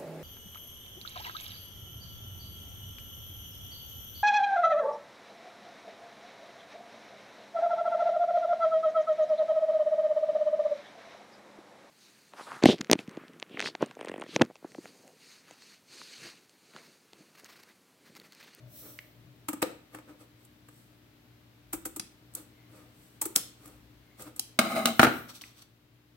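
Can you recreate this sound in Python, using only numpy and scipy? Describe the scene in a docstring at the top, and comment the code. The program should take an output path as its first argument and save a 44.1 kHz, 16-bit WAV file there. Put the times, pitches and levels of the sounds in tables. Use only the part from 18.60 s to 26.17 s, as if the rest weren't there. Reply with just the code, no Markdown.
"""Kitchen scissors nibble at a plastic sachet on a stone counter, heard up close.
Each snip is a short run of tiny cracks that rings the blades, with a low jolt as the film gives way.
The film rustles and pops between cuts. The scissors are laid down, slid and dropped with a clatter,
and the sachet is picked up. The small kitchen rings over a mains hum and faint rumbles."""
import sys
import numpy as np
from scipy import signal
from scipy.fft import rfft, irfft, next_fast_len
from scipy.io import wavfile

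SR = 44100
rng = np.random.default_rng(int(sys.argv[2]) if len(sys.argv) > 2 else 0)


def wav_out(sig):
    """Save sig, one row per channel (or a flat mono array), as 16-bit PCM at SR to the path in sys.argv[1]."""
    wavfile.write(sys.argv[1], SR, np.round(np.clip(np.atleast_2d(sig).T, -1, 1) * 32767).astype(np.int16))


N = 333725


def undb(db):
    """Decibels to gain."""
    return 10 ** (np.asarray(db) / 20)


def unit(x):
    """Scale to rms 1."""
    return x / np.sqrt(np.mean(x ** 2) + 1e-30)


def pan(left_db):
    """Stereo gains that put the left channel left_db above the right."""
    return undb(np.array([[1], [-1]]) * left_db / 2)


def add(out, x, start_s):
    """Mix a stereo sound into the track, dropping what falls outside."""
    i = int(start_s * SR)
    a, b = max(i, 0), min(i + x.shape[1], N)
    out[:, a:b] += x[:, a - i:b - i]


def band(x, low_hz, high_hz, order=2):
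    """Causal band-pass."""
    return signal.sosfilt(signal.butter(order, [low_hz, high_hz], "band", fs=SR, output="sos"), x)


def highpass(x, hz, order):
    """Causal low cut."""
    return signal.sosfilt(signal.butter(order, hz, "high", fs=SR, output="sos"), x)


def colour(x, points):
    """EQ a sound along (freq_hz, gain_db) points."""
    hz, db = np.transpose(points)
    size = next_fast_len(x.shape[-1])
    bins_hz = np.arange(size // 2 + 1) * SR / size
    gain = undb(np.interp(np.log(bins_hz + 1), np.log(hz), db))
    return irfft(rfft(x, size) * gain, size)[..., :x.shape[-1]]


def stereo_noise(n, mono_below_hz):
    """Diffuse noise: centred in the bass, wide in the treble."""
    mid, side = rng.standard_normal((2, n))
    side = highpass(side, mono_below_hz, order=1)
    return np.array([mid + side, mid - side])


def resonate(x, modes):
    """Damped resonances side by side, each with gain 1 at its centre before its own dB."""
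    out = np.zeros_like(x)
    for hz, width_hz, db in modes:
        r = np.exp(-np.pi * width_hz / SR)
        feedback = [1, -(1 + r * r) * np.cos(2 * np.pi * hz / SR), r * r]
        out += undb(db) * (1 - r * r) / 2 * signal.lfilter([1, 0, -1], feedback, x)
    return out


def damped(modes, factor):
    """Widen the modes: pressure on a part shortens its ring."""
    return [(hz, width_hz * factor, db) for hz, width_hz, db in modes]


def swell(t, rise_s, fall_s):
    """Force that builds to a crest at t = 0 and then lets go."""
    return np.exp(-np.where(t < 0, (t / rise_s) ** 2, np.abs(t / fall_s) ** 1.04))


def cracks(n, rate_hz, spread_db):
    """Tiny slips and fractures at random moments, most small and a few large."""
    fires = rng.random(n) < rate_hz / SR
    polarity = np.sign(rng.standard_normal(n))
    size_db = -spread_db * np.log(1 - .98 * rng.random(n))
    return fires * polarity * undb(size_db)


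# The four registers of a contact (thump, body, ring, crackle): low_hz, high_hz
REGISTERS = [(75, 520), (520, 2500), (2500, 6500), (6500, 17000)]

def excite(force, levels_db, modes, rate_hz, spread_db, width, lag_s, pan_db, blow=(0, 0, 0, 0)):
    """Cracks follow the force and ring the modes; levels, pan and a blow at the crest go by register."""
    n, out = len(force), 0
    for k, (low_hz, high_hz) in enumerate(REGISTERS):
        mid, side = (unit(force * cracks(n, rate_hz, spread_db)) for _ in range(2))
        mid[np.argmax(force)] += blow[k] * np.sqrt(n)
        side = width * highpass(side, hz=1200, order=2)
        register_modes = [mode for mode in modes if low_hz <= mode[0] < high_hz]
        ring = resonate(np.array([mid + side, mid - side]), register_modes)
        left, right = band(ring, low_hz, high_hz)
        ring = np.array([unit(left), np.roll(unit(right), int(lag_s * SR))])
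        out = out + ring * undb(levels_db[k]) * pan(pan_db[k])
    return out * np.sqrt(np.mean(force ** 2))


# Brightness tilt, one value a register: gain_db per brightness_db
BRIGHTNESS_TILT = [-0.58, -.5, .25, 0.49]

def contacts(rows, modes, balance_db, rise_share, **touch):
    """Play a cue list; balance and brightness offset each cue's level, register by register."""
    out = np.zeros((2, N))
    for crest_s, fall_s, level_db, brightness_db, *_ in rows:
        rise_s = rise_share * fall_s
        t = np.arange(-int(3 * rise_s * SR), int((4 * fall_s + .06) * SR)) / SR
        levels_db = level_db + np.array(balance_db) + brightness_db * np.array(BRIGHTNESS_TILT)
        add(out, excite(swell(t, rise_s, fall_s), levels_db, modes, **touch), crest_s + t[0])
    return out


# Partials of the mains hum: pitch_hz, level_db
HUM_PARTIALS = [(59.2, -76), (118.4, -67), (177.6, -81), (242.2, -76), (301.5, -71), (602.9, -86)]
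# EQ of the room's air: freq_hz, gain_db
AIR_EQ = [(20, -41), (35, -24.5), (55, -15), (85, -10.5), (120, -2.5), (155, -12), (300, -10.5),
          (520, -19.5), (1000, -24), (2200, -25), (4000, -28), (6000, -35), (9700, -40), (12500, -34),
          (16000, -35)]
# Fader ride on hum and air together: time_s, gain_db
ROOM_FADER = [(0, 2), (3.3, 1.5), (4, 3), (6.9, 1.5), (7.15, -2)]

def room_tone(air_db=-63):
    """An appliance hums, wavering a little, over the still air of the room."""
    t, hum = np.arange(N) / SR, np.zeros(N)
    for hz, db in HUM_PARTIALS:
        waver = np.interp(t, np.linspace(0, N / SR, 60), rng.standard_normal(60))
        phase = 2 * np.pi * (hz * t + rng.random()) + .35 * waver
        hum += np.sqrt(2) * undb(db + 1.5 * waver) * np.sin(phase)
    air = unit(colour(stereo_noise(N, 610), AIR_EQ)) * undb(air_db)
    fader = undb(np.interp(t, *np.transpose(ROOM_FADER)))
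    return (hum + air) * fader * pan(2.8)


# Faint low rumbles and thin squeaks: crest_s, fall_s, pitch_hz, level_db
RUMBLES = [(0.032, 0.14, 120, -53), (0.063, 0.43, 600, -65.5), (.24, .06, 55.4, -64), (.66, 0.15, 121, -56),
           (3.2, .17, 54, -60), (4.013, .07, 2080, -70), (5.149, 0.29, 58, -64), (5.52, .08, 2100, -69.5)]

def rumbles():
    """Soft swells of narrow noise, broader the higher they lie, a little to the left."""
    t, out = np.arange(N) / SR, 0
    for crest_s, fall_s, hz, db in RUMBLES:
        mode = [(hz, 18 + .11 * hz, 0)]
        noise = unit(resonate(resonate(rng.standard_normal(N), mode), mode))
        out = out + undb(db) * swell(t - crest_s, .64 * fall_s, fall_s) * noise
    return out * pan(5.5)


# Gliding strokes: crest_s, rise_s, fall_s, level_db
GLIDE_STROKES = [(.20, 0.078, 0.12, -46), (.30, 0.055, 0.069, -53.5), (6.42, 0.092, 0.13, -45.5),
                 (6.58, 0.08, 0.047, -49.5)]
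# EQ of the friction hiss: freq_hz, gain_db
GLIDE_EQ = [(1500, -28), (4000, -12), (5100, -17.5), (5700, -6.5), (6600, -17.5), (8300, -10), (9500, -15),
            (12000, -5.5), (15000, -4.5), (17000, -3)]

def glides():
    """Smooth surfaces glide over the stone with a fine hiss, brightest at the very top."""
    t = np.arange(N) / SR
    speed = sum(undb(db) * swell(t - at, rise, fall) for at, rise, fall, db in GLIDE_STROKES)
    return speed * unit(colour(stereo_noise(N, 4000), GLIDE_EQ))


# Resonances of blades on film, the voice of the sachet: pitch_hz, width_hz, gain_db
FILM_MODES = [(179, 170, -13), (303, 26, 0.5), (501.5, 170, -6.5), (546, 170, -5.5), (817, 360, 2),
              (1208, 180, 4.5), (1304, 130, -6.5), (1480, 1600, -18.5), (2155, 720, -7.5), (2628, 410, -7),
              (3500, 1100, -1), (4385, 700, -1.5), (5630, 510, 0.5), (8110, 650, 2.5), (8600, 500, -1.5),
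              (9600, 1700, -14), (11900, 5400, 1.5), (15600, 1100, -2.5)]
# Shifts of the sachet: crest_s, fall_s, level_db, brightness_db
SACHET_SHIFTS = [(.27, 0.049, -65.5, -11), (1.355, .03, -57, -5.5), (1.50, 0.031, -62, -9.5),
                 (1.615, .024, -61, -0.5), (1.83, 0.058, -74, 6), (2.18, 0.096, -72.5, 13.5),
                 (3.778, 0.032, -54.5, 5), (4.18, 0.071, -63, -2), (4.45, 0.13, -71.5, 12.5),
                 (4.642, .008, -51.5, 11.5), (5.07, 0.074, -61, 1), (5.615, .028, -51.5, 4.5),
                 (5.675, .025, -55.5, -5), (5.78, 0.013, -61.5, 8.5)]

def rustles():
    """The sachet shifts under the blades in soft swells of crackle."""
    return contacts(SACHET_SHIFTS, FILM_MODES, balance_db=[4, 0, -5.5, .2], rise_share=.9,
                    rate_hz=6800, spread_db=3, width=.91, lag_s=.0001, pan_db=[1.4, .5, 1.3, -.5])


# Small hard ticks: start_s, pitch_hz, width_hz, peak_db
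HARD_TICKS = [(.389, 2240, 990, -27), (.389, 6800, 3000, -46), (6.812, 3680, 2010, -32.5),
              (6.838, 2190, 698, -33)]

def ticks(contact_s=.0022):
    """A very brief contact rings one broad resonance."""
    out, t = np.zeros((2, N)), np.arange(SR // 20) / SR
    for start_s, hz, width_hz, peak_db in HARD_TICKS:
        push = stereo_noise(len(t), 4600) * np.exp(-t / contact_s)
        push = resonate(push, [(hz, 2 * width_hz, 0)])
        ring = resonate(push, [(hz, width_hz, 0)])
        add(out, undb(peak_db) * ring / np.abs(ring).max(), start_s)
    return out


# Bites of the blades: crest_s, fall_s, level_db, brightness_db, jolt_pitch_hz, jolt_peak_db
BITES = [(.887, 0.0079, -30, 2, 288, -31), (.932, 0.0066, -37, 2.5, 275, -32),
         (1.0215, .008, -29, 3, 326, -28), (1.026, .005, -29.5, -6.5, 517, -27.5),
         (3.133, .012, -33.5, 8, 323, -31.5), (3.256, 0.0097, -35.5, 10, 322, -35.5),
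         (3.364, 0.0073, -40, 12.5, 325, -38.5), (4.617, .008, -29.5, 14.5, 882, -36),
         (4.656, 0.0081, -34.5, 11.5, 351, -31), (4.7605, .013, -28.5, 12, 264, -36)]

def snips():
    """The blades bite through the film: a quick run of cracks with a blow at its crest."""
    return contacts(BITES, FILM_MODES, balance_db=[-5, .1, -14.5, -.2], rise_share=.31,
                    rate_hz=9000, spread_db=4, blow=[.23, .31, .15, .1],
                    width=.93, lag_s=.00012, pan_db=[4.5, -.5, 3, -.2])


def jolts(delay_s=.002, rise_s=.004, decay_s=.0074, lag_s=.00012):
    """As the film gives way the scissors jolt: a low note of a few cycles, damped by the hand."""
    out, t = np.zeros((2, N)), np.arange(SR // 10) / SR
    envelope = (1 - np.exp(-(t / rise_s) ** 2)) * np.exp(-t / decay_s)
    envelope /= envelope.max()
    for crest_s, *_, hz, peak_db in BITES:
        note = np.sin(2 * np.pi * hz * np.array([t, t - lag_s])) * envelope
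        add(out, note * undb(peak_db) * pan(2.5), crest_s + delay_s)
    return out


# Hollow resonances of hand-held scissors on stone: pitch_hz, width_hz, gain_db
HELD_SCISSOR_MODES = [(230, 28, 2.5), (330, 40, -15), (666, 55, 0.5), (765, 50, -6.5), (1115, 54, -8.5),
                      (1254, 50, -3), (2087, 120, -9.5), (3060, 110, -4.5), (3934, 150, 1),
                      (4840, 200, -9.5), (6900, 620, -4), (8800, 900, 0), (11500, 2900, -5),
                      (14800, 2200, -4.5)]
# Scissors hitting the counter, held and then free: crest_s, fall_s, level_db, brightness_db
COUNTER_HITS = [(1.027, 0.0054, -29, -7), (5.990, .0055, -15.5, -7), (6.014, 0.0074, -34, -17),
                (6.2568, .003, -17, 2), (6.272, .014, -36, 2), (6.395, .0055, -15, -17),
                (6.416, 0.014, -28, -7.5), (6.4307, .0057, -17, -16.5), (6.438, 0.0039, -24.5, -1),
                (6.447, 0.0089, -24.5, -18), (6.469, .012, -31, -21)]
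LET_GO_S = 6.35

def held_knocks():
    """The scissors knock on the counter while still in the hand, their ring deadened."""
    hits = [hit for hit in COUNTER_HITS if hit[0] < LET_GO_S]
    return contacts(hits, damped(HELD_SCISSOR_MODES, 2.5), balance_db=[-7.5, -.3, -.5, .8],
                    rise_share=.13, rate_hz=10000, spread_db=4.5, blow=[.8, .53, .28, .7],
                    width=.9, lag_s=.00005, pan_db=[1.9, .6, 2.6, .5])


# Popping creases: crest_s, fall_s, level_db, brightness_db
CREASE_POPS = [(1.349, 0.0047, -42.5, -5), (1.388, 0.0046, -51.5, -7), (1.851, 0.0067, -62.5, 17),
               (2.088, .007, -54, -1.5), (3.739, 0.0022, -58, 22), (3.752, 0.0038, -42.5, 32),
               (5.059, .0043, -50, 7), (5.078, 0.0029, -57, 20), (5.597, .005, -54.5, -8),
               (5.623, 0.003, -49.5, 25), (5.764, .005, -50.5, 19)]

def pops():
    """Single creases of the film pop, each a few milliseconds of dense cracks."""
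    return contacts(CREASE_POPS, FILM_MODES, balance_db=[-5, .5, -13.5, -1], rise_share=.43,
                    rate_hz=14000, spread_db=6, blow=[.52, .32, .3, .27],
                    width=1, lag_s=.0001, pan_db=[2.2, .5, 1.3, .67])


# Resonances of the bare blades: pitch_hz, width_hz, gain_db
BARE_STEEL_MODES = [(261.6, 180, 0), (825, 260, -1), (1260, 44, -4), (2260, 900, -5), (3500, 900, -9),
                    (4410, 1000, -6.5), (5220, 700, 2.5), (6100, 990, -3.5), (6810, 780, -6.5),
                    (8350, 640, -5.5), (8680, 670, 1.5), (9830, 520, 3.5), (10700, 590, -1),
                    (13270, 1400, -9)]
# Blades closing: crest_s, fall_s, level_db, brightness_db
BLADE_SNAPS = [(3.397, 0.0037, -34, 8), (4.761, .0014, -21.5, 23), (5.7952, .003, -32.5, 21)]

def snaps():
    """The blades snap shut, steel on steel, with a bright click."""
    return contacts(BLADE_SNAPS, damped(BARE_STEEL_MODES, 1.4), balance_db=[-1, .2, 2, .6],
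                    rise_share=.25, rate_hz=14000, spread_db=2.5, blow=[.59, .5, .6, .53],
                    width=.88, lag_s=.00012, pan_db=[2.5, 1, 2, -.5])


# Contour of the push along the counter: time_s, scrape_db, drone_db
SLIDE_CONTOUR = [(6.035, -33, -38.5), (6.085, -37, -39.5), (6.121, -31, -44), (6.147, -36, -36.5),
                 (6.165, -27, -35), (6.249, -39.5, -39), (6.257, -26.5, -35), (6.289, -32, -34.5),
                 (6.305, -38, -37.5)]

def slide(edge_s=.013):
    """The handles judder along the stone, ringing freely for as long as they are pushed."""
    times_s, scrape_db, drone_db = np.transpose(SLIDE_CONTOUR)
    t = np.arange(times_s[0] - .05, times_s[-1] + .1, 1 / SR)
    outside_s = np.abs(t - np.clip(t, times_s[0], times_s[-1]))
    force = undb(np.interp(t, times_s, scrape_db)) * np.exp(-outside_s / edge_s)
    thump_db = np.interp(t, times_s, drone_db - scrape_db) - 1  # the lowest register carries the drone
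    scrape = excite(force, [thump_db, -.5, -13, -13], HELD_SCISSOR_MODES, rate_hz=10000, spread_db=1,
                    width=.79, lag_s=.00003, pan_db=[1.9, .35, 2, .5])
    out = np.zeros((2, N))
    add(out, scrape, t[0])
    return out


# Resonances of loose scissors on stone: pitch_hz, width_hz, gain_db
LOOSE_SCISSOR_MODES = [(130, 25, -13), (240, 45, 0), (345, 40, -6), (595, 50, -7), (672, 55, 2),
                       (775, 50, -2), (910, 50, -10), (1160, 70, -5), (1300, 70, 1), (1390, 70, -1),
                       (2100, 130, -10), (2650, 250, -2), (3050, 200, -2), (3980, 200, 2), (5100, 600, -9),
                       (6900, 700, -2), (8900, 900, 0), (11500, 2500, -5), (14800, 2000, -3)]

def drop():
    """Let go, the scissors clatter on the counter; the hard landings deaden their ring."""
    hits = [hit for hit in COUNTER_HITS if hit[0] >= LET_GO_S]
    return contacts(hits, damped(LOOSE_SCISSOR_MODES, 2.3), balance_db=[-7, .3, -1.3, .9],
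                    rise_share=.16, rate_hz=10000, spread_db=4, blow=[.7, .56, .35, .6],
                    width=.9, lag_s=.00005, pan_db=[2.2, .6, 2.5, .5])


# Fingertips on the sachet: crest_s, fall_s, level_db, brightness_db
FINGER_GRABS = [(6.70, 0.017, -51.5, 0), (6.76, .022, -57.5, 13), (6.819, 0.0046, -49.5, 6.5),
                (6.86, 0.048, -62, 5), (6.99, .035, -64, 4.5), (7.023, 0.0067, -59, 10)]

def pick_up():
    """Fingertips drag the sachet off the stone with a thin crinkle."""
    return contacts(FINGER_GRABS, FILM_MODES, balance_db=[-12, .7, 3.5, .3], rise_share=.81,
                    rate_hz=6800, spread_db=4, width=1, lag_s=.0001, pan_db=[1.4, .62, 1.2, -.38])


# Reverb of the small kitchen: freq_hz, t60_s, gain_db
KITCHEN_REVERB = [(120, 0.69, -8), (300, 0.36, -1.5), (1050, 0.42, -7), (2564, .48, -6), (5000, 0.43, -7.5),
                  (8810, 0.23, -9.5), (15000, 0.35, -11)]

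def kitchen(x, build_s, wet_db):
    """Tiles and cupboards answer within milliseconds; each octave dies away at its own pace."""
    t, response = np.arange(int(.8 * SR)) / SR, 0
    hz, t60s, gains = np.transpose(KITCHEN_REVERB)
    for low_hz in 66 * 2. ** np.arange(8):
        log_centre = np.log(low_hz * np.sqrt(2))
        t60_s, gain_db = (np.interp(log_centre, np.log(hz), column) for column in (t60s, gains))
        envelope = (1 - np.exp(-(t / build_s) ** 2)) * np.exp(-np.log(1000) * t / t60_s)
        envelope /= np.linalg.norm(envelope)
        octave = unit(band(stereo_noise(len(t), 690), low_hz, 2 * low_hz, order=4))
        octave *= np.sqrt(2 * low_hz / SR)  # this octave's share of white noise
        response = response + undb(gain_db + wet_db) * octave * envelope
    return signal.fftconvolve(x, response, axes=1)[:, :N]


def scene():
    """Cutting and clatter, each with its own kitchen reverb, over the room tone and rumbles."""
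    cutting = snips() + snaps() + pops() + rustles() + pick_up() + jolts() + ticks() + glides()
    clatter = held_knocks() + slide() + drop()
    reverb = kitchen(cutting, build_s=.0033, wet_db=-2.5) + kitchen(clatter, build_s=.0042, wet_db=-1.5)
    return cutting + clatter + reverb + room_tone() + rumbles()


def record(dry, top_hz=15950):
    """Clip peaks at full scale and cut the very top steeply."""
    lowpass = signal.ellip(10, .2, 70, top_hz, fs=SR, output="sos")
    return signal.sosfilt(lowpass, np.clip(dry, -1, 1))


dry = scene()
out = record(dry)
wav_out(out)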